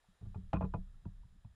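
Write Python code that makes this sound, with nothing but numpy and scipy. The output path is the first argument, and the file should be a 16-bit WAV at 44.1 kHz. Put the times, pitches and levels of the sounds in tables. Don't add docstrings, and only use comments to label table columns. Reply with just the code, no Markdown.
import sys
import numpy as np
from scipy import signal
from scipy.fft import rfft, irfft
from scipy.io import wavfile

SR = 44100
rng = np.random.default_rng(int(sys.argv[2]) if len(sys.argv) > 2 else 0)


def transcribe(u):
    v = np.clip(np.atleast_2d(u).T, -1, 1)
    q = np.round(v * 32767).astype(np.int16)
    wavfile.write(sys.argv[1], SR, q)


def voltage_ratio(level):
    return 10 ** (np.asarray(level, float) / 20)


N = 68355


def evened(x):
    return x / np.sqrt(np.mean(x ** 2) + 1e-20)


def read(points, hz):
    f, level_db = np.transpose(points)
    return np.interp(np.log(hz + 1), np.log(f + 1), level_db)


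def curve(points):
    return voltage_ratio(np.interp(np.arange(N) / SR, *np.transpose(points)))


def add(mix, start, sound):
    part = mix[round(start * SR):][:len(sound)]
    part += sound[:len(part)]


def coloured(db_of, size):
    hz = np.fft.rfftfreq(size, 1 / SR)
    spectrum = rfft(rng.standard_normal(size)) * voltage_ratio(db_of(hz))
    return evened(irfft(spectrum, size))


def ring(hz, t60, t):
    return voltage_ratio(-60 * t / t60) * np.sin(2 * np.pi * hz * t)


def pushed(x, push_s):
    blow = np.hanning(round(push_s * SR) + 3)
    return signal.oaconvolve(x, blow / blow.sum())[:len(x)]


def lowpass(hz, corner_hz, slope_db):
    return -slope_db * np.log2(1 + (hz / corner_hz) ** 4) / 4


# f/Hz, level/dB per Hz
AIR_SPECTRUM = [(250, 0), (800, 0), (1600, -6), (2500, -6.5), (4500, -10.5), (6300, -13.5), (10800, -16),
                (12500, -22.5)]
# t/s, gain/dB
AIR_GAIN = [(0, 6), (.3, 6), (.5, 5), (.62, 6), (.9, 4.5), (1.55, 3)]
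# f/Hz, width/Hz, level/dB
HOUSING_HUMPS = [(1260, 220, 5), (1740, 200, 8), (3335, 270, 5.5), (3853, 243, 7), (7150, 370, 6.5),
                 (9600, 900, 5)]


def air():
    def spectrum(f):
        humps = sum(db * np.exp(-((f - hz) / width) ** 2) for hz, width, db in HOUSING_HUMPS)
        return read(AIR_SPECTRUM, f) + humps + lowpass(200 / (f + 1), 0.61, 8.7)

    return voltage_ratio(-84.5) * curve(AIR_GAIN) * coloured(spectrum, N)


# f/Hz, level/dB per Hz
LAP_SPECTRUM = [(15, 1.5), (33, 4.5), (60, -4.5), (100, -4.5), (200, -17.5), (300, -36), (600, -44),
                (3000, -110)]
# t/s, gain/dB
LAP_GAIN = [(0, -14), (.19, -8.5), (.25, 9.5), (.6, 8), (.95, 4.5), (1.3, 2.5), (1.55, -7.5)]


def lapping():
    lumps = coloured(lambda f: lowpass(f, 12, 24), N)
    water = coloured(lambda f: read(LAP_SPECTRUM, f) + lowpass(12 / (f + 1), 1, 12), N)
    return voltage_ratio(-63) * voltage_ratio(3 * lumps) * curve(LAP_GAIN) * water


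# f/Hz, level/dB
WHINE_TONES = [(5033, -97), (5572, -106), (7241, -105)]


def whine():
    t = np.arange(N) / SR
    return sum(voltage_ratio(db) * np.sin(2 * np.pi * hz * t) for hz, db in WHINE_TONES)


# t/s, level/dB, f/Hz, t60/s
TAP_NOTES = [
    (.040, -69, 760, .06),
    (.043, -70, 900, .05),
    (.872, -73, 1260, .042),
    (.942, -68, 1330, .04),
    (1.233, -63, 960, .036),
    (1.446, -59, 940, .035),
    (1.446, -62, 760, .035),
    (1.447, -69, 1280, .025),
    (1.448, -72, 2500, .02),
    (1.054, -56, 945, .06),
]


def tap(start, db, hz, t60):
    t = np.arange(4096) / SR
    note = ring(hz, t60, t) + .3 * ring(.93 * hz, t60, t)
    return start, voltage_ratio(db) * np.minimum(t / .003, 1) * note


# t/s, then bend, flex, side and drum level/dB
THUD_BLOWS = [(0.082, -78, -72.5, -68, -71), (.211, -68, -56, -51, -46), (0.229, -69, -41, -61, -78),
              (0.267, -64, -41, -69, -49), (0.297, -55, -51, -47, -55), (0.358, -64, -39.5, -46.5, -46),
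              (.380, -42.5, -51, -61, -43.5), (0.442, -58, -63.5, -61.5, -76), (.540, -32, -32.5, -24, -32),
              (.572, -39, -41.5, -39, -32), (.616, -48, -38.5, -39, -34), (0.638, -41.5, -40, -28.5, -32.5),
              (.747, -46, -37.5, -33.5, -39.5), (.781, -50, -51, -65, -38), (.815, -53, -60.5, -67, -53),
              (0.888, -56.5, -67.5, -78, -68), (1.062, -51.5, -41, -37, -45.5),
              (1.164, -68.5, -69, -60, -85), (1.244, -55, -61.5, -74, -55.5), (1.356, -65, -78, -68, -60.5),
              (1.449, -51, -47.5, -49.5, -76), (1.487, -57, -65, -64, -82)]
# f/Hz, t60/s, partner f/Hz, partner level/dB, rise/s
HULL_MODES = [(62.6, 0.39, 76, -5.5, 0.0076), (96.45, 0.21, 108.2, -0.5, 0.0024),
              (149.7, 0.084, 170, -5, 0.0017), (184.85, 0.19, 311, -21, 0.0019)]


def thud(start, *levels_db):
    t = np.arange(22050) / SR
    modes = np.zeros(len(t))
    for db, (hz, t60, partner_hz, partner_db, rise_s) in zip(levels_db, HULL_MODES):
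        pair = ring(hz, t60, t) + voltage_ratio(partner_db) * ring(partner_hz, 0.73 * t60, t)
        modes -= voltage_ratio(db) * (1 - 0.37 * np.exp(-t / rise_s)) * pair
    modes = signal.lfilter(*signal.butter(2, 49, "high", fs=SR), modes)
    wash = coloured(lambda f: lowpass(f, 248, 60) + lowpass(55 / (f + 1), 0.55, 54), len(t))
    wash *= voltage_ratio(levels_db[1] - 13 - 60 * t / .2) * np.minimum(t / .01, 1)
    push_s = .0065 if max(levels_db) < -45.5 else .0025
    return start, pushed(modes, push_s) + wash


# t/s, level/dB, f/Hz, t60/s
SKIN_SLAPS = [
    (1.4458, -41, 118, .05),
    (1.2505, -47, 140, .045),
    (1.350, -59, 190, .07),
    (1.361, -65, 270, .06),
    (1.325, -59, 160, .06),
    (.086, -58, 185, .13),
]


def slap(start, db, hz, t60):
    t = np.arange(8192) / SR
    return start, voltage_ratio(db) * pushed(ring(hz, t60, t), .7 / hz)


# t/s, level/dB
MOUNT_KICKS = [
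    (0.087, -65.5),
    (0.268, -40),
    (0.549, -45.5),
    (0.671, -35.5),
    (0.782, -34.5),
    (0.951, -48.5),
    (1.072, -42),
    (1.331, -60.5),
    (1.487, -66),
]


def sway(start, db):
    t = np.arange(44100) / SR
    return start, voltage_ratio(db) * pushed(ring(30.95, 0.53, t), push_s=.02)


# t/s, level/dB, tilt/dB per octave, housing buzz/dB, favoured f/Hz
DECK_RAPS = [(.208, -55.5, -1, -12, 431.4), (.250, -59, 1, -29, 340), (.345, -58.5, 1, 9, 834),
             (.357, -61, 0, -12, 405), (.531, -35.5, 2, -1, 667), (.537, -37.5, -4, -3.5, 655),
             (.541, -36.5, -7, -23.5, 316.6), (0.543, -46, 1, 18, 1164), (.558, -47.5, 0.5, 13.5, 1033),
             (.568, -46, -2.5, 10.5, 1087), (.609, -40, -2.5, -5.5, 700), (0.617, -44, -4, -6.5, 470),
             (0.623, -41.5, -6, -0.5, 1035), (.638, -44, -4.5, -4, 325), (.644, -50.5, 0.5, -8.5, 662),
             (0.651, -50.5, -11, 1.5, 1000), (.738, -41, -0.5, -20, 994), (.744, -41, -6, 1.5, 687.5),
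             (1.055, -65.5, -2.5, 0, 940), (1.060, -58.5, -14, -25, 287), (1.448, -72, 2.5, 4, 766)]
# f/Hz, level/dB, t60/s
DECK_MODES = [(312.5, -2.5, 0.085), (405, -14, 0.15), (449.7, -8, 0.13), (481.6, -10, 0.13),
              (558, -13, 0.077), (647.5, -5.5, 0.048), (691, -4, 0.099), (849, -0.5, 0.073),
              (1002, -2, 0.04), (1175, 1.5, 0.047), (1345, -4.5, 0.062), (1423, -8.5, 0.056),
              (1800, -20, .06), (2160, -32.5, .05)]
# f/Hz, level/dB per Hz
CRACK_SPECTRUM = [(250, -7), (700, -7.5), (1300, 0), (1900, -19), (3000, -21), (4200, -33), (9500, -45),
                  (12500, -72.5)]
# f/Hz, level/dB per Hz
RATTLE_SPECTRUM = [(150, -26), (300, -6), (700, 1), (1300, -8.5), (1800, -20.5), (3000, -23), (4500, -35.5),
                   (9000, -58)]


def rap(start, db, tilt_db, buzz_db, spot_hz):
    t = np.arange(8192) / SR

    def lean(f):
        near_spot = np.exp(-(np.log2((f + 1) / spot_hz) / .25) ** 2)
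        return tilt_db * np.log2(f / 700 + 0.23) + 5 * near_spot

    modes = np.zeros(len(t))
    for hz, mode_db, t60 in DECK_MODES:
        scatter, detune, side = rng.standard_normal(3)
        level = voltage_ratio(mode_db + 2.5 * scatter + lean(hz)) * np.sign(side)
        modes += level * ring(hz * (1 + .012 * detune), t60, t) / 2
    crack = coloured(lambda f: read(CRACK_SPECTRUM, f) + lean(f), len(t))
    crack *= voltage_ratio(-2.5 - 60 * t / 0.016)
    rattle = coloured(lambda f: read(RATTLE_SPECTRUM, f) + lean(f), len(t))
    rattle *= voltage_ratio(-7 - 60 * t / 0.086)
    buzz_hz = 2493
    buzz = ring(buzz_hz, 0.031, t) + 0.77 * ring(1.035 * buzz_hz, 0.013, t)
    buzz *= voltage_ratio(-12.5 + buzz_db) * np.minimum(t / 0.0028, 1)
    spot = ring(spot_hz, .07, t)
    rise_s = .02 if start < .3 else .001
    return start, voltage_ratio(db) * np.minimum(t / rise_s, 1) * (modes + spot + crack + rattle + buzz)


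# t/s, level/dB, f/Hz, t60/s
PANEL_RINGS = [(.357, -57.5, 408, .16), (.350, -60, 915, 0.11), (.349, -59, 810, 0.076),
               (.537, -43.5, 311.5, 0.15), (.743, -38.5, 694, 0.071), (.739, -42, 1000, 0.052),
               (.640, -46, 445, .11), (.532, -34.5, 650, .05), (.533, -40, 870, 0.044),
               (.532, -35, 1170, 0.056), (.545, -45, 1330, .07), (.622, -51.5, 1400, .08),
               (.615, -45, 1136, 0.082), (.612, -41.5, 650, .07), (.625, -47, 480, .12),
               (.643, -45.5, 650, .06), (.640, -48.5, 1020, .07), (.785, -60.5, 680, 0.072),
               (.748, -52, 497, 0.11)]


def panel(start, db, hz, t60):
    return tap(start, db, hz, t60)


# t/s, level/dB, f/Hz, t60/s, snap/dB
TOUCH_TICKS = [(.5298, -41.5, 970, .012, -26), (.5327, -25, 1002, 0.01, -21.5),
               (.5384, -30.5, 610, .005, -20.5), (.5355, -28.5, 143, .03, -60),
               (.6102, -31, 850, 0.0057, -35.5), (.6160, -31, 800, .006, -36),
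               (.7415, -31.5, 97, 0.043, -53), (.7400, -38.5, 1340, 0.0076, -26),
               (1.0535, -52.5, 1390, 0.006, -19), (1.0564, -38, 270, .018, -50),
               (.758, -67, 2480, 0.044, -18)]
# f/Hz, level/dB, t60/s
SNAP_MODES = [(2620, 8.5, 0.0061), (4340, -3.5, 0.0036), (6240, -2.5, 0.0023), (9500, -9, 0.0024)]


def tick(start, db, hz, t60, snap_db):
    t = np.arange(8192) / SR
    body = pushed(ring(hz, t60, t), .3 / hz)
    snap = sum(voltage_ratio(mode_db) * ring(mode_hz, mode_t60, t) for mode_hz, mode_db, mode_t60 in SNAP_MODES)
    return start, voltage_ratio(db) * (body + voltage_ratio(snap_db) * pushed(snap, push_s=.00008))


def scene():
    mix = air() + lapping() + whine()
    played = ((tap, TAP_NOTES), (thud, THUD_BLOWS), (slap, SKIN_SLAPS), (sway, MOUNT_KICKS),
              (rap, DECK_RAPS), (panel, PANEL_RINGS), (tick, TOUCH_TICKS))
    for source, events in played:
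        for event in events:
            add(mix, *source(*event))
    return mix[None]


def low_pass(x):
    return signal.sosfilt(signal.butter(12, 13900, fs=SR, output="sos"), x)


def record(dry):
    limit = .062
    mix = limit * np.tanh(dry / limit)
    return low_pass(mix)


dry = scene()
out = record(dry)
transcribe(out)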